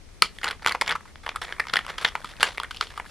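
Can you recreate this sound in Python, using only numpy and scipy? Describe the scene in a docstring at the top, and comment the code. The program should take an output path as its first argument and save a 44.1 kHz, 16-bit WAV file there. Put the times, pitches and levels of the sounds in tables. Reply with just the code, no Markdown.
"""Rumble, hiss and the faint rub of skin on a knurl run throughout as hands hold a keyless drill chuck close by.
From 0.22 s they twist its sleeve: soft thuds jolt the drill, and jaws and ratchet click in short rattling bursts
that ring the modes of sleeve and steel. Dense tiny slips and noise make the sleeve scrape under the twists.
A hard click at 2.43 s leads into mostly sparser ones to the end at 3.1 s; a small damped room answers throughout."""
import sys
import numpy as np
from scipy import signal
from scipy.fft import rfft, irfft, next_fast_len
from scipy.io import wavfile
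from scipy.ndimage import uniform_filter1d

SR = 44100
rng = np.random.default_rng(int(sys.argv[2]) if len(sys.argv) > 2 else 0)


def linear_from_db(decibels):
    """Turn decibels (scalar or array-like) into linear amplitude factors; 0 gives 1."""
    return 10 ** (np.asarray(decibels, float) / 20)


def unload_audio(sound):
    """Save the sound as a 16-bit wav file, at the path given as the first command line argument."""
    columns = np.transpose(np.atleast_2d(sound))
    # keep every value between -1 and 1, then stretch to whole-number steps
    steps = np.round(np.clip(columns, -1, 1) * 32767)
    wavfile.write(sys.argv[1], SR, steps.astype(np.int16))


N = 136710

# Rumble and hiss. Each row: frequency in Hz, relative density in dB per Hz.
AIR_SPECTRUM = [(12, -57), (20, 1), (53, -0.5), (81, -3), (138, -12.5), (301, -15), (328, -16), (624, -22),
                (1530, -27.5), (5850, -29), (6910, -33.5), (16000, -49.5)]
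# Likeness of that air on both sides. Each row: frequency in Hz, left-right likeness from 0 to 1.
AIR_LIKENESS = [(40, 0.37), (180, 0.18), (1600, 0.18), (10000, 0.072)]
# Lean of the air to one side. Each row: frequency in Hz, left over right in dB.
AIR_LEAN = [(30, 5.5), (80, 2), (300, 0.7)]
# Skin on the knurl. Each row: time in seconds, relative level of the grit in dB, level of its airy hiss in dB.
SKIN_RUB = [(0.0, -70, -68), (0.26, -62.5, -63), (0.4, -60, -60), (0.5, -41.5, -57), (0.59, -62, -66),
            (0.82, -62, -63), (0.93, -57, -65), (1.05, -65, -64), (1.27, -69, -67.5), (1.39, -76, -64),
            (1.47, -54.5, -60), (1.81, -55.5, -59), (1.9, -49.5, -62), (2.04, -53, -60),
            (2.26, -56.5, -59.5), (2.66, -57.5, -61.5), (2.81, -58.5, -65), (3.1, -61, -58.5)]
# Scrapes of the turning sleeve. Each row: start in seconds, length in seconds, relative level in dB,
# brightness (extra steel and hiss) in dB.
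SLEEVE_SCRAPES = [(0.224, 0.028, -41, 13), (0.345, 0.011, -71, 25.5), (0.431, 0.057, -41.5, -5),
                  (0.621, 0.075, -51, 5), (0.672, 0.044, -37.5, -2.5), (0.826, 0.046, -47.5, -6),
                  (0.873, 0.035, -30.5, -19), (1.058, 0.026, -59, 7), (1.23, 0.015, -46.5, 5.5),
                  (1.255, 0.047, -54, 9), (1.313, 0.003, -44.5, -4), (1.34, 0.013, -46, -10),
                  (1.413, .035, -43.5, 10), (1.47, 0.053, -44.5, 3), (1.564, 0.04, -59, -13),
                  (1.729, 0.071, -41, 1), (1.878, 0.033, -44.5, 9), (1.979, 0.026, -49.5, 12),
                  (2.01, 0.063, -37.5, 6), (2.167, 0.029, -69, 17), (2.253, 0.062, -63.5, 20),
                  (2.404, .016, -33.5, 10), (2.427, 0.062, -35.5, 9), (2.514, 0.035, -58, 16.5),
                  (2.626, 0.023, -40.5, -15), (2.723, 0.18, -75.5, 32), (2.806, 0.023, -37, 5.5),
                  (2.901, 0.019, -51, 4), (2.951, 0.044, -55.5, 10), (3.06, 0.12, -62.5, 17)]
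# Colour of the scraping and rubbing hiss. Each row: frequency in Hz, relative level in dB.
HISS_COLOUR = [(4000, -18), (6500, -6), (9000, -1), (12500, -8), (16000, -2)]
# Resonances of the sleeve. Each row: frequency in Hz, width in Hz, relative level in dB.
SLEEVE_MODES = [(160, 67, -13.5), (444, 155, -6.5), (900, 465, -3.5), (1320, 401, 0.5), (1702, 520, -0.5),
                (2200, 494, -2)]
# Resonances of the steel. Each row: frequency in Hz, width in Hz, relative level in dB.
STEEL_MODES = [(2900, 490, 7), (3423, 420, 9), (4300, 774, 4.5), (5270, 780, 1), (6020, 300, -1.5),
               (6720, 1050, -8), (6940, 520, -1.5)]
# Treble resonances of a click. Each row: frequency in Hz, width in Hz, relative level in dB.
TREBLE_MODES = [(8300, 200, -3.5), (8180, 2700, 16.5), (11300, 4500, 9), (12200, 1100, 3)]
# Jolts of the drill in the hand. Each row: time in seconds, peak in dB before the common trim.
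DRILL_JOLTS = [(0.22, -35), (0.673, -39), (0.811, -54), (1.736, -23), (2.246, -28.5), (2.399, -26.5),
               (2.426, -35), (2.804, -40)]
# Clicks of jaws and ratchet. Each row: time in seconds, level in dB before the common trim, rattle length in ms
# before a small common extension, sleeve pitch under the grip in Hz, steel ring over sleeve in dB,
# steel pitch in Hz, treble over sleeve in dB.
CHUCK_CLICKS = [(0.222, -6, 1.34, 2200, 4.5, 4280, -11), (0.2229, -9, 3.2, 1320, -15, 4500, -44),
                (0.386, -32.5, 1.1, 1910, 0, 3350, -14.5), (0.4138, -34, 4.5, 1340, -7, 4500, -23),
                (0.4321, -23.0, 5.2, 1990, -5, 2720, -22), (0.443, -17.5, 3, 1520, -1.5, 2720, -19),
                (0.4556, -26, 4.1, 1500.0, -8, 3850, -19), (0.4679, -22.5, 7.1, 1460.0, -9.0, 3220, -27.0),
                (0.4794, -24, 2.0, 1500.0, 2, 4000, -28), (0.483, -24, 1.5, 1510, -8.0, 2970, -25.0),
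                (0.486, -23.5, 2.6, 2040, -1, 4120, -15), (0.5017, -25, 1, 1520, -18, 3430, -28),
                (0.5101, -22.5, 4.6, 1340, -0.5, 3400, -18), (0.6212, -34.5, 6.7, 800.0, -6, 4570, -23.0),
                (0.629, -41, 3.3, 1360.0, -2, 4590, -12), (0.6474, -23.5, 1.1, 1960, -14, 2780, -28),
                (0.6624, -8, 0.95, 1120, -11, 3360, -28), (0.6727, -14.5, 3.2, 1360.0, -4, 3200, -17),
                (0.6801, -19.0, 6.6, 1120, -4, 3800, -35), (0.6855, -40, 2, 1300.0, -13, 3350, -25.0),
                (0.693, -22.5, 5.2, 2210, -1, 4400, -15), (0.71, -21.0, 5.4, 1080, -10, 3130, -24),
                (0.7212, -19.0, 2.9, 1870, -4.5, 4370, -14), (0.7455, -32.0, 1.0, 1000.0, -10, 4320, -26),
                (0.749, -16, 3.4, 880, -33, 3690, -44), (0.7574, -23.5, 2, 990, -14, 2810, -30),
                (0.812, -13.5, 3.66, 2220, -4.5, 4920, -13), (0.8193, -14, 1.5, 870, -9.5, 3500, -29),
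                (0.8617, -34.5, 2.9, 1240, 3.5, 2890, -15), (0.8719, -27, 1.4, 1280, -11.0, 3540, -24.0),
                (0.8775, -19.5, 3.9, 2230, -3, 3760, -30), (0.893, -18.5, 6.0, 2430, -3, 3330, -15),
                (0.9085, -18.5, 6.8, 1580, -2, 3530, -27), (0.9151, -23.5, 1.4, 2020, -1, 2870, -18),
                (0.9216, -19.5, 6.7, 1450, -6.5, 4400, -26.0), (0.9521, -18.5, 9.7, 1120, -19.5, 2980, -34),
                (0.9607, -51, 5.4, 1170, -17, 3370, -25), (1.0073, -38, 3.1, 956, -22, 2810, -19),
                (1.055, -40, 3.9, 900.0, -15, 2860, -19), (1.1574, -34.5, 0.53, 1400, -5.5, 3490, -28),
                (1.2636, -21, 3.3, 1352, -11, 2810, -29.0), (1.2782, -25.5, 1.5, 1020, -20, 2950, -25.0),
                (1.2908, -22, 3.5, 2480, -3.5, 3500, -24.0), (1.3511, -34, 1.9, 920.0, -30, 3070, -33),
                (1.3598, -19, 4.3, 1230, -11.5, 3850, -15), (1.3677, -29.5, 3.6, 1390, -16, 3530, -30),
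                (1.4162, -23, 13.5, 895, -6.0, 5350, -17.5), (1.4357, -31, 8.2, 1790, -27, 2860, -10),
                (1.444, -44, 1.3, 1640, -8.0, 3420, -16), (1.5244, -21.0, 1.7, 1530, -6.5, 2970, -28),
                (1.5979, -14.0, 5.2, 1900, -12.5, 3800, -24.5), (1.6531, -34, 1.5, 1220, -23.0, 3200, -30),
                (1.6693, -26.5, 3.3, 900.0, -12, 2810, -29), (1.6841, -32, 2.2, 2160, -2, 5670, -28),
                (1.6963, -27.5, 3, 1280, -2, 3560, -33), (1.7083, -40, 2.8, 850, -21, 3670, -26),
                (1.7364, -15, 4.3, 1440, -1, 3600, -20.5), (1.7571, -13.5, 1.9, 1500, -3, 3440, -25.0),
                (1.7682, -10, 4.9, 1920, -6.5, 3500, -29), (1.7899, -21.5, 0.76, 1420, -1.5, 3180, -20),
                (1.8495, -34.5, 1.2, 1330, -6, 3060, -25.0), (1.8653, -28, 0.5, 1100, -4, 2900, -13.5),
                (1.8815, -30.5, 1.2, 1100, -19, 3120, -28), (1.8955, -29.5, 8, 1800, -5.0, 3330, -18),
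                (1.9819, -23.5, 2.04, 1570, -1.5, 3220, -27), (2.015, -32, 6.9, 1460, -12, 2810, -11),
                (2.0295, -33, 5.6, 1260.0, -10.0, 3180, -11), (2.0476, -11, 4.9, 1460, -3, 3450, -32),
                (2.075, -28.0, 15, 1860, 1, 3270, -21), (2.1537, -15, 0.54, 1040, -34, 2850, -52),
                (2.1584, -30.5, 3.5, 1410, -6, 2990, -35), (2.2034, -39, 2, 660, -7, 4340, -15.0),
                (2.2166, -38, 0.8, 1330, -15, 3200, -20), (2.2247, -46, 1.5, 870, 1, 3320, -24),
                (2.2449, -23.5, 3.7, 1040, -13, 3240, -30), (2.292, -41.5, 2.6, 2480, -1.0, 3380, -8),
                (2.3367, -37, 1.4, 1580, -12, 4150, -27), (2.367, -51, 1.9, 2550, 10.5, 2770, -23),
                (2.3993, -34, 1.2, 500.0, 2, 3660, -30.0), (2.4072, -24, 7.8, 1520, -5, 3600, -26),
                (2.4298, -5.5, 1.5, 1417, -1.5, 2600, -13.5), (2.442, -19.5, 5.2, 1470, -10, 3740, -37),
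                (2.5752, -27.5, 3.2, 2030, -12, 3730, -16), (2.5809, -19, 1.4, 2100, -10.5, 2900, -40),
                (2.6, -19.5, 1.7, 950, -5, 3000, -22), (2.6164, -34, 0.74, 1015, -9.0, 3180, -27),
                (2.6339, -23.0, 1.05, 1460, -7, 3370, -13), (2.645, -29.0, 3.4, 1705, -8, 2810, -28),
                (2.7095, -26.5, 5.9, 1580, -3.5, 2970, -27), (2.7458, -37, 0.76, 2500, 3, 2810, -14),
                (2.7626, -42.5, 2.7, 2540, 8, 2870, -4), (2.7684, -40.5, 3.2, 2560, 10, 3070, -10),
                (2.811, -12.5, 1.2, 1294, -3, 3920, -43), (2.838, -39.5, 0.91, 2600.0, 0.0, 5600, 0),
                (2.9037, -44, 3.4, 1570, 2, 3070, -27), (2.9393, -40, 3.6, 780, -8, 4600, -23),
                (2.9767, -23.5, 6, 1040, -11.5, 3280, -22), (2.9986, -22, 2.7, 910, -16, 3000, -22.5),
                (3.0443, -41, 2.3, 1290, -24, 3330, -24.5), (3.0532, -38, 0.48, 970, -11, 3750, -26.0),
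                (3.06, -37, 4.1, 1540, -32, 4380, -24)]
# Small difference between the two ports. Each row: frequency in Hz, side relative to mid in dB.
PORT_SIDE = [(100, -19), (700, -24), (1500, -27), (4400, -15.5), (8000, -6), (15000, -11)]
# Decay of the room. Each row: frequency in Hz, time to fall 60 dB in seconds.
ROOM_DECAY = [(200, 0.48), (800, 0.093), (2000, .15), (5500, .16), (12000, 0.087)]
# Colour of the room. Each row: frequency in Hz, gain in dB.
ROOM_TONE = [(200, 2), (1000, -4), (2000, -2), (3300, 1), (4500, -4), (7000, 4), (11000, -0.5)]
# Likeness of the room on both sides. Each row: frequency in Hz, left-right likeness from 0 to 1.
ROOM_LIKENESS = [(300, 0.83), (1300, 1), (4400, 0.9), (8000, 0.15)]


def unit(x):
    """Scales to rms 1 along the last axis."""
    return x / np.sqrt(np.mean(np.abs(x) ** 2, axis=-1, keepdims=True) + 1e-20)


def along(points, hz):
    """Reads a curve of (Hz, value) points on a log frequency axis."""
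    f, v = np.transpose(points)
    return np.interp(np.log(hz + 1), np.log(f + 1), v)


def filtered(x, response):
    """Passes x through a complex response given as a function of frequency."""
    m = next_fast_len(x.shape[-1] + 8192)  # spare length lets the ringing run out
    spectrum = rfft(x, m) * response(np.fft.rfftfreq(m, 1 / SR))
    return irfft(spectrum, m)[..., :x.shape[-1]]


def peak(f, hz, width_hz):
    """Response of one causal resonance: a damped mass on a spring."""
    damping = 1j * f * width_hz
    return damping / (hz * hz - f * f + damping)


def body(modes, f, scatter_db=0):
    """Sums resonances of alternating sign to mean power 1; scatter_db shifts the level of each."""
    gains = linear_from_db(np.transpose(modes)[2] + scatter_db) * (-1.) ** np.arange(len(modes))
    return unit(gains @ np.array([peak(f, hz, width_hz) for hz, width_hz, _ in modes]))


def causal(gain):
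    """Minimum-phase response for rows of gains on an FFT grid, so energy comes as early as it can."""
    cepstrum = irfft(np.log(gain + 1e-6))
    half = cepstrum.shape[-1] // 2
    fold = np.r_[1, 2 * np.ones(half - 1), 1, np.zeros(half - 1)]
    return np.exp(rfft(cepstrum * fold))


def pair(two, likeness):
    """Mixes two unrelated signals into a left and right of a given likeness at each frequency."""
    def mix(hz):
        angle = np.arccos(np.clip(along(likeness, hz), -1, 1)) / 2
        return np.array([np.cos(angle), np.sin(angle)])
    mid, side = filtered(two, mix)
    return np.array([mid + side, mid - side])


def slips(per_s, spread_db, size):
    """Sparse impulses at random instants, with scattered size and sign, as surfaces catch and let go."""
    chance = rng.random(size)
    strength = linear_from_db(spread_db * rng.standard_normal(size))
    sign = np.sign(rng.standard_normal(size))
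    return (chance < per_s / SR) * strength * sign


def air():
    """Rumble and microphone hiss: shaped noise, partly shared between left and right."""
    level_db = -50  # rms of the mid
    noise = filtered(rng.standard_normal((2, N)), lambda hz: linear_from_db(along(AIR_SPECTRUM, hz)))
    lean = lambda hz: linear_from_db(along(AIR_LEAN, hz) * [[.5], [-.5]])
    both = filtered(pair(noise, AIR_LIKENESS), lean)
    return linear_from_db(level_db) * both / np.sqrt(np.mean(both.mean(0) ** 2))


def rub_and_scrapes():
    """Skin rubs on and the sleeve scrapes: dense slips ring sleeve and steel under a layer of hiss."""
    rise_s, fall_s = .003, 0.01  # linear rise; time constant of the fall
    slips_per_s, slip_spread_db = 2000, 4
    steel_db, hiss_db = -12, -23
    t = np.arange(N) / SR
    start, length, db, bright_db = np.transpose(SLEEVE_SCRAPES)[:, :, None]
    rise = np.clip((t - start) / rise_s, 0, 1)
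    strokes = linear_from_db(db) * rise * np.exp(-np.maximum(t - start - length, 0) / fall_s)
    scrape = strokes.sum(0)
    bright_scrape = (strokes * linear_from_db(bright_db)).sum(0)
    at, rub_db, airy_db = np.transpose(SKIN_RUB)
    rub, airy = linear_from_db(np.interp(t, at, rub_db)), linear_from_db(np.interp(t, at, airy_db))

    hiss = unit(filtered(rng.standard_normal(N), lambda hz: linear_from_db(along(HISS_COLOUR, hz))))
    hiss = hiss * (airy + linear_from_db(hiss_db) * bright_scrape)
    grit = unit(slips(slips_per_s, slip_spread_db, size=N) + 0.58 * rng.standard_normal(N))
    # the grit's level wanders by 5.1 dB rms, within milliseconds
    grit = grit * linear_from_db(5.1 * unit(uniform_filter1d(rng.standard_normal(N), size=200)))
    low = filtered(grit * (scrape + rub), lambda f: body(SLEEVE_MODES, f))
    upper = filtered(grit * (bright_scrape + rub), lambda f: linear_from_db(steel_db) * body(STEEL_MODES, f))
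    return hiss + low + upper


def thuds():
    """Low soft pushes of the drill's mass: impulses through the same damped resonance twice."""
    hz, width_hz, trim_db = 157, 310, -8
    s, db = np.transpose(DRILL_JOLTS)
    push = lambda f: peak(f, hz, width_hz) ** 2
    one = filtered(np.eye(1, N)[0], push)  # a single push, to scale by its peak
    at = np.round(s * SR).astype(int)
    blows = np.bincount(at, linear_from_db(db + trim_db), N) / np.abs(one).max()
    return filtered(blows, push)


def rattles(length_ms, t_ms, f, lead):
    """Spectra of short knock trains: a first knock and random ones after it that sag and die away."""
    knocks_per_ms, spread_db, first_db = 2.3, 6.5, 6
    sag_db, fall_ms, onset_ms = 5.5, 1, 0.82  # loss along the rattle; time constants after and before it
    knocks = slips(knocks_per_ms * 1000, spread_db, size=(len(length_ms), len(t_ms)))
    knocks[:, 0] = linear_from_db(first_db)
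    fall = np.exp(-np.maximum(t_ms - length_ms, 0) / fall_ms)
    knocks = rfft(knocks * linear_from_db(-sag_db * t_ms / length_ms) * fall)
    # even out the broad colour
    knocks = knocks / np.sqrt(uniform_filter1d(np.abs(knocks) ** 2, size=13) + 1e-9)
    # shift later to make way for the onset
    knocks = irfft(knocks * np.exp(-2j * np.pi * f * lead / SR))
    return rfft(knocks * np.exp(np.minimum(t_ms - t_ms[lead], 0) / onset_ms))


def clicks():
    """Jaws and ratchet: each rattle of knocks rings sleeve, steel and treble modes, every click its own mix."""
    grip_width_hz, grip_db = 462, -7.5  # the grip's own resonance over the sleeve's
    ping_width_hz, ping_db = 650, -11  # the struck part's own ring over the steel's
    scatter_db, trim_db = 2.5, -2
    s, db, ms, grip_hz, steel_db, ping_hz, treble_db = np.transpose(CHUCK_CLICKS)[:, :, None]
    n, lead = 2048, 128  # samples in a click, and those before its first knock
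    t_ms, f = np.arange(n) / SR * 1000, np.fft.rfftfreq(n, 1 / SR)
    knocks = rattles(np.abs(ms) + .1, t_ms, f, lead)

    def mix(modes):
        scatter = scatter_db * rng.standard_normal((len(s), len(modes)))
        return np.abs(body(modes, f, scatter))

    def bump(hz, width_hz, lift_db):
        return 1 + linear_from_db(lift_db) * unit(np.abs(peak(f, hz, width_hz)) ** 2)

    def ring(gain):
        wave = irfft(knocks * causal(gain))
        loudest = uniform_filter1d(wave ** 2, size=70).max(axis=1, keepdims=True)
        return wave / np.sqrt(loudest)  # loudest short-time rms is 1

    sleeve = ring(mix(SLEEVE_MODES) * bump(grip_hz, grip_width_hz, grip_db))
    steel = ring(mix(STEEL_MODES) * bump(ping_hz, ping_width_hz, ping_db))
    treble = ring(mix(TREBLE_MODES))
    wave = linear_from_db(db + trim_db) * (sleeve + linear_from_db(steel_db) * steel + linear_from_db(treble_db) * treble)
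    at = np.round(s * SR).astype(int) + np.arange(n) - lead
    return np.bincount(at.ravel(), wave.ravel(), N + n)[:N]


def tail(t60s, seconds):
    """Two noise tails of energy 1; each frequency dies at its own speed."""
    hz, t, z = signal.stft(rng.standard_normal((2, int(seconds * SR))), SR, nperseg=128)
    decay = linear_from_db(-60 * t / along(t60s, hz)[:, None])
    w = signal.istft(z * decay, SR, nperseg=128)[1]
    return w / np.linalg.norm(w, axis=1, keepdims=True)


def spread(x, t60s, seconds, lag_s=0):
    """Sends x through two noise tails, drawn anew every tenth of a second so that no single draw colours the whole."""
    wet, step, lag = np.zeros((2, N + SR)), SR // 10, int(lag_s * SR)
    for a in range(0, N, step):
        piece = signal.fftconvolve(x[None, a:a + step], tail(t60s, seconds), axes=1)
        wet[:, a + lag:a + lag + piece.shape[1]] += piece
    return wet[:, :N]


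def ports(chuck):
    """The chuck straight ahead at two ports: a briefly smeared copy is added left, subtracted right."""
    smear = spread(chuck, [(1000, 0.0072)], .02)[0]  # falls 60 dB in 7.2 ms
    side = filtered(smear, lambda hz: linear_from_db(along(PORT_SIDE, hz)))
    return np.array([chuck + side, chuck - side])


def room(chuck):
    """The answer of walls and bench: short, coloured noise tails that start 3 ms late."""
    level_db, delay_s = -12, .003
    wet = spread(chuck, ROOM_DECAY, .25, delay_s)
    wet = filtered(wet, lambda hz: linear_from_db(along(ROOM_TONE, hz)))
    return linear_from_db(level_db) * pair(wet, ROOM_LIKENESS)


def scene():
    """The chuck at the two ports, in its room, over rumble and hiss."""
    chuck = clicks() + rub_and_scrapes() + thuds()
    return ports(chuck) + room(chuck) + air()


def low_pass(x):
    """Removes everything above the highest recorded frequency."""
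    return signal.sosfilt(signal.butter(12, 16180, fs=SR, output="sos"), x)


def record(dry):
    """Hard ceiling, then a steep treble roll-off and a second ceiling."""
    roll_hz, roll_order = 12000, 11
    roll_off = lambda hz: (1 + (hz / roll_hz) ** (2 * roll_order)) ** -.5
    soft = filtered(np.clip(dry, -1, 1), roll_off)
    return low_pass(np.clip(soft, -1, 1))


dry = scene()
out = record(dry)
unload_audio(out)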